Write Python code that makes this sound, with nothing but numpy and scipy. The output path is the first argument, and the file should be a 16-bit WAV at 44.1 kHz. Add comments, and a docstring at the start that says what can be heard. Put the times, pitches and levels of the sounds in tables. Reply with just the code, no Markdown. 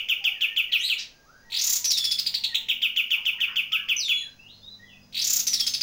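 """Caged songbird in a shed

A caged songbird under a metal roof between brick walls sings buzzes that slow into trills and single notes;
every syllable is one quick rise and fall of pitch, coloured by a throat resonance. A neighbour adds falling
whistles, a raspy cry and noise-band scolds. Outside, far birds glide or croak, an insect pulses, a faint whine
holds, and air noise, rumble and hum go on. A phone capsule colours the birds."""
import sys
import numpy as np
from scipy import signal
from scipy.fft import rfft, irfft, next_fast_len
from scipy.io import wavfile
from scipy.ndimage import uniform_filter1d

SR = 44100
rng = np.random.default_rng(int(sys.argv[2]) if len(sys.argv) > 2 else 0)


def natural_amplitude(level_db):
    """Convert a level in decibels to a linear amplitude factor, elementwise."""
    exponent = np.asarray(level_db, float) / 20
    return 10 ** exponent


def store_pcm(level_fs):
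    """Save levels as 16-bit WAV."""
    pcm = np.round(np.clip(level_fs, -1, 1) * 32767).astype(np.int16)
    wavfile.write(sys.argv[1], SR, np.atleast_2d(pcm).T)


N = 256662

# songbird's source spectrum before the throat, multiples 1..7 of the pitch: (level [dB])
SOURCE_OVERTONES_DB = [-0.5, -0.5, -42.5, -4, 0.5, -16, -31.5]
# first pulse of each buzz; the first phrase is heard only at its end: (time [s])
PHRASE_STARTS_S = [-1.5, 1.526, 5.151]
# stretch of the buzz in phrases 2 and 3: (factor [1])
BUZZ_STRETCH = [0.97, 1.015]
# pitch and beak rise through the buzz and sink as the phrase slows:
# (time into phrase [s], nominal top pitch [Hz], throat resonance [Hz])
THROAT_COURSE = [(0, 4492, 3830), (.04, 4980, 4000), (.065, 6400, 4700), (.1, 7126, 6660), (.2, 7550, 6700),
                 (.32, 6196, 6350), (.385, 5613, 5950), (.745, 5000, 4850), (1.02, 4038, 3470),
                 (1.17, 3760, 3180), (1.42, 3576, 3097)]
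# single notes: (time of pitch top [s], level before effort and throat [dB])
SINGLE_NOTES = [(-0.068, -20.5), (0.092, -21.5), (0.247, -21), (0.415, -21.5), (0.569, -21), (0.728, -20.5),
                (0.896, -23.5), (2.444, -19.5), (2.551, -19.5), (2.692, -21.5), (2.825, -21), (2.968, -21),
                (3.111, -21), (3.259, -22), (3.409, -22), (3.564, -22.5), (3.726, -22), (3.892, -22),
                (4.089, -23)]
# outdoor air spectrum: (frequency [Hz], relative density [dB per Hz])
AIR_SPECTRUM = [(20, 2.5), (70, -10.5), (250, -12), (560, -11.5), (1600, -20.5), (3200, -24.5), (6400, -18),
                (7800, -37), (13200, -35), (16000, -31.5)]
# far traffic rumble: (time [s], level [dB])
TRAFFIC_SWELL = [(0, -74), (1.2, -72.5), (1.7, -65.5), (3, -69), (4.5, -64), (5.82, -61.5)]
# hum partials: (nominal frequency [Hz], mean level over the rumble [dB])
HUM_PARTIALS = [(100, -3.5), (150, -4), (200, -4), (248, -4)]
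# insect: (time [s], nominal pitch [Hz], mean level [dB])
INSECT_COURSE = [(1.0, 4800, -74), (3.4, 4960, -72)]
# far whistles, the last row a loud high call of the neighbour sent the same way: (start [s], length [s], peak
# level [dB], first pitch [Hz], last pitch [Hz])
FAR_WHISTLES = [(0.2, 0.073, -68.5, 820, 780), (0.338, 0.072, -72.5, 1990, 1660),
                (0.404, 0.14, -71.5, 1670, 1830), (1.117, 0.12, -81, 1580, 1618),
                (1.249, 0.14, -73, 1080, 1653), (1.42, 0.29, -78, 1885, 1985), (1.421, 0.45, -74, 891, 969),
                (2.204, 0.56, -76, 917, 897.4), (0.69, 0.033, -65, 2050, 1880),
                (0.797, 0.058, -69, 1860, 2004), (2.49, 0.041, -65.5, 2000, 1835),
                (3.83, 0.038, -69.5, 1177, 1132), (4.816, 0.13, -72, 3350, 3460),
                (3.713, 0.039, -59.5, 1270, 1330), (3.731, 0.064, -63, 1330, 1697),
                (4.153, 0.075, -55, 4070, 4030), (4.206, 0.073, -74, 2000, 1550),
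                (4.374, 0.11, -68, 2517, 2898), (4.475, 0.076, -62.5, 3030, 4380),
                (4.616, 0.12, -58.5, 3474, 3983), (4.789, 0.066, -72.5, 1850, 1962),
                (4.867, 0.091, -70.5, 3400, 2516), (5.636, 0.1, -44, 6170, 6320)]
# far hoarse calls: (start [s], length [s], level before envelope [dB], centre [Hz], width [Hz])
FAR_CROAKS = [(3.159, 0.061, -62.5, 1040, 350), (3.33, 0.038, -62.5, 980, 200),
              (3.385, 0.017, -54, 1710, 300), (3.47, 0.081, -58, 1410, 705)]
# neighbour's scolds: (start [s], length [s], level before envelope [dB], centre [Hz], width [Hz])
HARSH_SCOLDS = [(0.716, .03, -33.5, 3850, 937), (0.977, 0.088, -36, 4860, 2710)]
# neighbour's raspy cry: (time [s], nominal pitch [Hz], level of the fundamental [dB])
CRY_COURSE = [(.77, 2503, -57), (.81, 3166, -41.5), (0.849, 3954, -31.5), (.875, 4270, -31.5),
              (0.948, 3480, -48)]
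# neighbour's whistles: (start [s], high hold [s], length [s], starting level [dB], low pitch [Hz])
FALLING_WHISTLES = [(1.845, 0.048, 0.32, -25, 3438), (3.964, 0.028, 0.27, -27, 3373),
                    (5.478, .062, 0.19, -31.5, 3200)]
# echoes off roof, cage floor and walls: (delay [s], level [dB])
SHED_ECHOES = [(.0017, -15.5), (.0040, -7), (.0066, -11.5), (.0093, -9.5), (0.0139, -25.5)]
# shed reverberation: (frequency [Hz], t60 [s])
SHED_DECAY = [(1000, 0.58), (3000, 0.28), (12000, 0.28)]
# phone capsule response: (frequency [Hz], gain [dB])
CAPSULE_RESPONSE = [(1000, 3.5), (2000, 12), (7000, -5), (9000, -11.5), (11500, -8.5), (13000, -8.5),
                    (15000, 8.5), (16000, -3)]

# buzz: pulses that slow down and swell, the last one weaker; gaps before the stretch
BUZZ_COUNT, BUZZ_GAP_S, BUZZ_SLOWING_S = 10, 0.0215, 0.0014
BUZZ_DB, BUZZ_SOFT_START_DB, BUZZ_SWELL_S, BUZZ_LAST_DB = -13.5, -17, 0.061, -2
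PICKUP_S, PICKUP_DB = 0.02, -45  # whispered pulse ahead of the buzz
# trill: each gap a little longer, each syllable a little softer
TRILL_COUNT, TRILL_AFTER_S, TRILL_GAP_S, TRILL_SLOWING_S = 8, 0.324, 0.063, 0.0027
TRILL_DB, TRILL_STEP_DB = -14, -0.81
# short slides turn into long ones from TURN_S into the phrase
TURN_S, TURN_LENGTH_S = 1.02, 0.24
# (rise [s], fall [s], share of drop made at once [0-1], curve of the rest [1],
#  full throat sharpness [1], softer start [dB], share of the fall that fades [0-1])
SHORT_SLIDE = (0.007, 0.0085, 0.086, 1.5, 4.1, 5.9, 0.73)
LONG_SLIDE = (0.0075, 0.043, 0.245, 1.1, 4.13, 7.5, 0.82)
SLIDE_START_HZ, SLIDE_END_HZ = 1600, 2212
LOOSE_SHARE, LOOSE_S = 0.48, 0.07  # slack throat as a phrase begins, and time it takes to tighten
ATTACK_SHARE = 0.3  # share of the rise over which a syllable sets in
WHISTLE_HIGH_HZ, WHISTLE_SAG_HZ_PER_S, WHISTLE_DROP_S = 6120, 7400, 0.027
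WHISTLE_LOW_DB, WHISTLE_FADE_DB_PER_S, WHISTLE_EDGE_S = -9.5, -12, 0.0027


def colour(x, points):
    """Shape a spectrum by (Hz, dB) points, straight lines over log frequency."""
    hz, db = np.transpose(points)
    size = next_fast_len(x.shape[-1])
    log_hz = np.log(np.arange(size // 2 + 1) * SR / size + 1)
    gain = natural_amplitude(np.interp(log_hz, np.log(hz), db))
    return irfft(rfft(x, size) * gain, size)[..., :x.shape[-1]]


def walk(rate_hz, size):
    """Smooth chance of spread about 1 that changes rate_hz times a second."""
    k = max(int(SR / rate_hz), 1)
    x = rng.standard_normal(size + 4 * k)
    x = uniform_filter1d(uniform_filter1d(x, k), k)[2 * k:2 * k + size]
    return x * np.sqrt(1.4 * k)


def tone(hz, gains):
    """Multiples of a moving pitch, each with its own gain; rms 1 for gain 1."""
    phase = 2 * np.pi * (np.cumsum(hz) / SR + rng.random())
    out = 0
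    for multiple, gain in enumerate(gains, 1):
        below_limit = multiple * hz < 0.45 * SR
        out = out + np.sqrt(2) * gain * np.sin(multiple * phase) * below_limit
    return out


def add(out, x, start_s):
    """Mix x in from start_s."""
    at = int(start_s * SR)
    out[at:at + len(x)] += x[:len(out) - at]


def slowing(count, gap_s, slowing_s):
    """Beat times from the first, every gap slowing_s longer than the one before."""
    k = np.arange(count)
    return k * gap_s + k * (k - 1) / 2 * slowing_s


def syllables():
    """(time [s], level [dB]) of the single notes, then a pickup, buzz and trill per phrase."""
    buzz = slowing(BUZZ_COUNT, BUZZ_GAP_S, BUZZ_SLOWING_S)
    buzz_db = BUZZ_DB + BUZZ_SOFT_START_DB * np.exp(-buzz / BUZZ_SWELL_S)
    buzz_db[-1] += BUZZ_LAST_DB
    trill = TRILL_AFTER_S + slowing(TRILL_COUNT, TRILL_GAP_S, TRILL_SLOWING_S)
    trill_db = TRILL_DB + TRILL_STEP_DB * np.arange(TRILL_COUNT)
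    rows = list(SINGLE_NOTES)
    for start, stretch in zip(PHRASE_STARTS_S[1:], BUZZ_STRETCH):
        times = start + np.r_[-PICKUP_S, stretch * buzz, trill]
        rows += zip(times, np.r_[PICKUP_DB, buzz_db, trill_db])
    return [row for row in rows if row[0] < N / SR]


def songbird(lead):
    """Each syllable shoots up, rounds its top and slides down; the throat lights what passes its resonance."""
    out = np.zeros(N + lead)
    course_s, course_top_hz, course_throat_hz = np.transpose(THROAT_COURSE)
    for s, db in syllables():
        age = s - max(start for start in PHRASE_STARTS_S if start - 2 * PICKUP_S <= s)
        late = np.clip((age - TURN_S) / TURN_LENGTH_S, 0, 1)
        top_hz = np.interp(age, course_s, course_top_hz)
        throat_hz = np.interp(age, course_s, course_throat_hz)
        slide = [a + late * (b - a) for a, b in zip(SHORT_SLIDE, LONG_SLIDE)]
        rise, fall, sudden, curve, sharpness, soft_db, fading = slide

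        t = np.arange(-int(rise * SR), int(fall * SR)) / SR  # 0 at the top of the sweep
        up, down = np.clip(-t / rise, 0, 1), np.clip(t / fall, 0, 1)
        quick_drop = 1 - np.exp(-(down * fall / 0.00471) ** 2)
        drop = sudden * quick_drop + (1 - sudden) * down ** curve
        hz = top_hz - (top_hz - SLIDE_START_HZ) * up ** 1.8 - (top_hz - SLIDE_END_HZ) * drop
        hz = hz * (1 + 0.0077 * rng.standard_normal() + 0.0038 * walk(200, len(t)))

        tight = sharpness * (1 - LOOSE_SHARE * np.exp(-max(age, 0) / LOOSE_S))
        gains = []
        for k, source_db in enumerate(SOURCE_OVERTONES_DB):
            off = (k + 1) * hz / throat_hz
            resonance = 1 / np.sqrt(1 + (tight * (off - 1 / off)) ** 2)
            flutter = 1 + 1.3 * min(k, 1) * walk(2500, len(t))  # overtones only
            gains.append(flutter * natural_amplitude(source_db) * resonance)
        # the octave fades after the pressed start
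        gains[1] = gains[1] * natural_amplitude(-(6 + 50 * sudden) * np.clip(t / 0.015, 0, 1))

        # syllables start softly and grow on into the slide
        swell_db = -soft_db * up - 26 * sudden * np.exp(-down / 0.64)
        attack = np.clip((1 - up) / ATTACK_SHARE, 0, 1)
        release = np.clip((1 - down) / fading, 0, 1)
        effort = natural_amplitude(swell_db) * np.sqrt(attack * release)
        breath = natural_amplitude(-32.5 - 56 * sudden) * rng.standard_normal(len(t))
        undertone = late * tone(hz / 2, [natural_amplitude(-39.5)])  # an octave below the long slides
        voice = tone(hz, gains) + breath + undertone
        add(out, natural_amplitude(db) * effort * voice, s - rise + lead / SR)
    return out


def outdoor_air():
    """Broadband noise whose level wanders slowly."""
    air = colour(rng.standard_normal(N), AIR_SPECTRUM)
    return air / np.std(air) * natural_amplitude(-59 + 1.44 * walk(0.36, N))


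def traffic_and_hum():
    """Low noise and unsteady hum partials under one swelling level."""
    rumble = colour(rng.standard_normal(N), [(25, 15.0), (260, 7.5), (400, -26.5)])
    hum = 0
    for hz, db in HUM_PARTIALS:
        wavering_hz = hz * (1 + 0.002 * walk(2, N))
        hum = hum + natural_amplitude(db + 3 * walk(3, N)) * tone(wavering_hz, [1])
    swell = natural_amplitude(np.interp(np.arange(N) / SR, *np.transpose(TRAFFIC_SWELL)))
    return swell * (rumble / np.std(rumble) + hum)


def insect():
    """A thin tone that pulses irregularly, its pitch trembling."""
    t = np.arange(N) / SR
    s, hz, db = np.transpose(INSECT_COURSE)
    level = natural_amplitude(np.interp(t, s, db) + 4 * walk(30, N))
    return level * tone(np.interp(t, s, hz) + 8 * walk(20, N), [1])


def whine():
    """A faint steady high sine."""
    return natural_amplitude(-75) * tone(np.full(N, 15622), [1])


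def rasp_call(length_s, db, centre_hz, width_hz):
    """A harsh call: a band of noise that starts fast and dies away."""
    u = np.linspace(0, 1, int(length_s * SR))
    edges_hz = [centre_hz - width_hz / 2, centre_hz + width_hz / 2]
    band = signal.butter(2, edges_hz, "band", fs=SR, output="sos")
    hiss = signal.sosfilt(band, rng.standard_normal(len(u)))
    envelope = np.clip(8 * u, 0, 1) * (1 - u)
    return natural_amplitude(db) * envelope * hiss / np.std(hiss)


def far_birds():
    """Soft wavering whistles that glide fast at first and then settle, the neighbour's one high call among
    them, and a few hoarse calls."""
    out = np.zeros(N)
    early = 0.75  # share of the glide made by the middle of the call
    for s, length_s, db, first_hz, last_hz in FAR_WHISTLES:
        u = np.linspace(-1, 1, int(length_s * SR))
        glide = early + u / 2 + (0.5 - early) * u ** 2
        hz = first_hz + (last_hz - first_hz) * glide
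        hz = hz * (1 + 0.0084 * walk(73.6, len(u)))
        add(out, natural_amplitude(db) * np.sqrt(1 - u ** 4) * tone(hz, [1, 0.05]), s)
    for s, *call in FAR_CROAKS:
        add(out, rasp_call(*call), s)
    return out


def whistle(hz, db, rasp, overtone_db):
    """The neighbour's voice on a pitch and level course, purer when high; rasp shakes pitch and level."""
    overtone = natural_amplitude(overtone_db - 6 * (hz - 3400) / 1000)
    shaken_hz = hz * (1 + 0.087 * rasp * walk(1340, len(hz)))
    voice = tone(shaken_hz, [1, overtone, 0.57 * overtone])
    return natural_amplitude(db) * (1 + rasp * walk(450, len(hz))) * voice


def neighbour():
    """Harsh scolds of noise, one raspy cry, and whistles that hold high and drop to a low note."""
    out = np.zeros(N)
    for s, *call in HARSH_SCOLDS:
        add(out, rasp_call(*call), s)

    s, hz, db = np.transpose(CRY_COURSE)
    t = np.arange(s[0], s[-1], 1 / SR)
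    cry = whistle(np.interp(t, s, hz), np.interp(t, s, db), rasp=0.607, overtone_db=-2.5)
    add(out, cry, s[0])

    for s, hold_s, length_s, db, low_hz in FALLING_WHISTLES:
        t = np.arange(int(length_s * SR)) / SR
        high = np.exp(-np.clip(t - hold_s, 0, None) / WHISTLE_DROP_S)
        high_hz = WHISTLE_HIGH_HZ - WHISTLE_SAG_HZ_PER_S * np.minimum(t, hold_s)
        hz = low_hz + high * (high_hz - low_hz)
        course_db = db + WHISTLE_LOW_DB * (1 - high) + WHISTLE_FADE_DB_PER_S * t
        edges = np.clip(np.minimum(t, length_s - t) / WHISTLE_EDGE_S, 0, 1)
        add(out, edges * whistle(hz, course_db, rasp=0.15, overtone_db=-10.5), s)
    return out


def tail(t60_of):
    """Dense reflections, each half-octave band dying at its own speed; energy 1."""
    t = np.arange(int(0.8 * SR)) / SR
    out = 0
    for hz in 500 * 2.0 ** np.arange(0, 5.5, 0.5):
        edges_hz = [hz / 2 ** 0.25, min(hz * 2 ** 0.25, 21000)]
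        band = signal.butter(2, edges_hz, "band", fs=SR, output="sos")
        noise = signal.sosfilt(band, rng.standard_normal(len(t)))
        out = out + noise * natural_amplitude(-60 * t / t60_of(hz))
    out = out * np.clip(t / 0.0009, 0, 1)  # reflections thicken at the start
    return out / np.sqrt(np.sum(out ** 2))


def shed_response():
    """Direct sound, inverted single echoes and a tail as strong as the direct sound."""
    hz_points, t60_s = np.transpose(SHED_DECAY)
    shed = tail(lambda hz: np.interp(np.log(hz), np.log(hz_points), t60_s))
    shed[0] += 1
    for delay_s, db in SHED_ECHOES:
        shed[int(delay_s * SR)] -= natural_amplitude(db)
    return shed


def yard_response():
    """Direct sound under a stronger tail with one t60 for all bands."""
    yard = natural_amplitude(9) * tail(lambda hz: 0.42)
    yard[0] += 1
    return yard


def scene():
    """Near birds through the shed, far birds through the yard, all coloured; background added as is."""
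    lead = SR // 10  # the song is already under way
    near = songbird(lead)
    background = outdoor_air() + traffic_and_hum() + insect() + whine()
    far = signal.fftconvolve(far_birds(), yard_response())[:N]
    near[lead:] += neighbour()
    near = signal.fftconvolve(near, shed_response())[lead:lead + N]
    return (colour(near + far, CAPSULE_RESPONSE) + background)[None]


def roll_off(x):
    """The treble ends steeply here."""
    return signal.sosfilt(signal.butter(12, 16730, fs=SR, output="sos"), x)


def record(dry):
    """The phone cuts the top with a steep low-pass at 15850 Hz."""
    low_pass = signal.ellip(8, 0.2, 70, 15850, fs=SR, output="sos")
    mix = signal.sosfilt(low_pass, dry)
    return roll_off(mix)


dry = scene()
out = record(dry)
store_pcm(out)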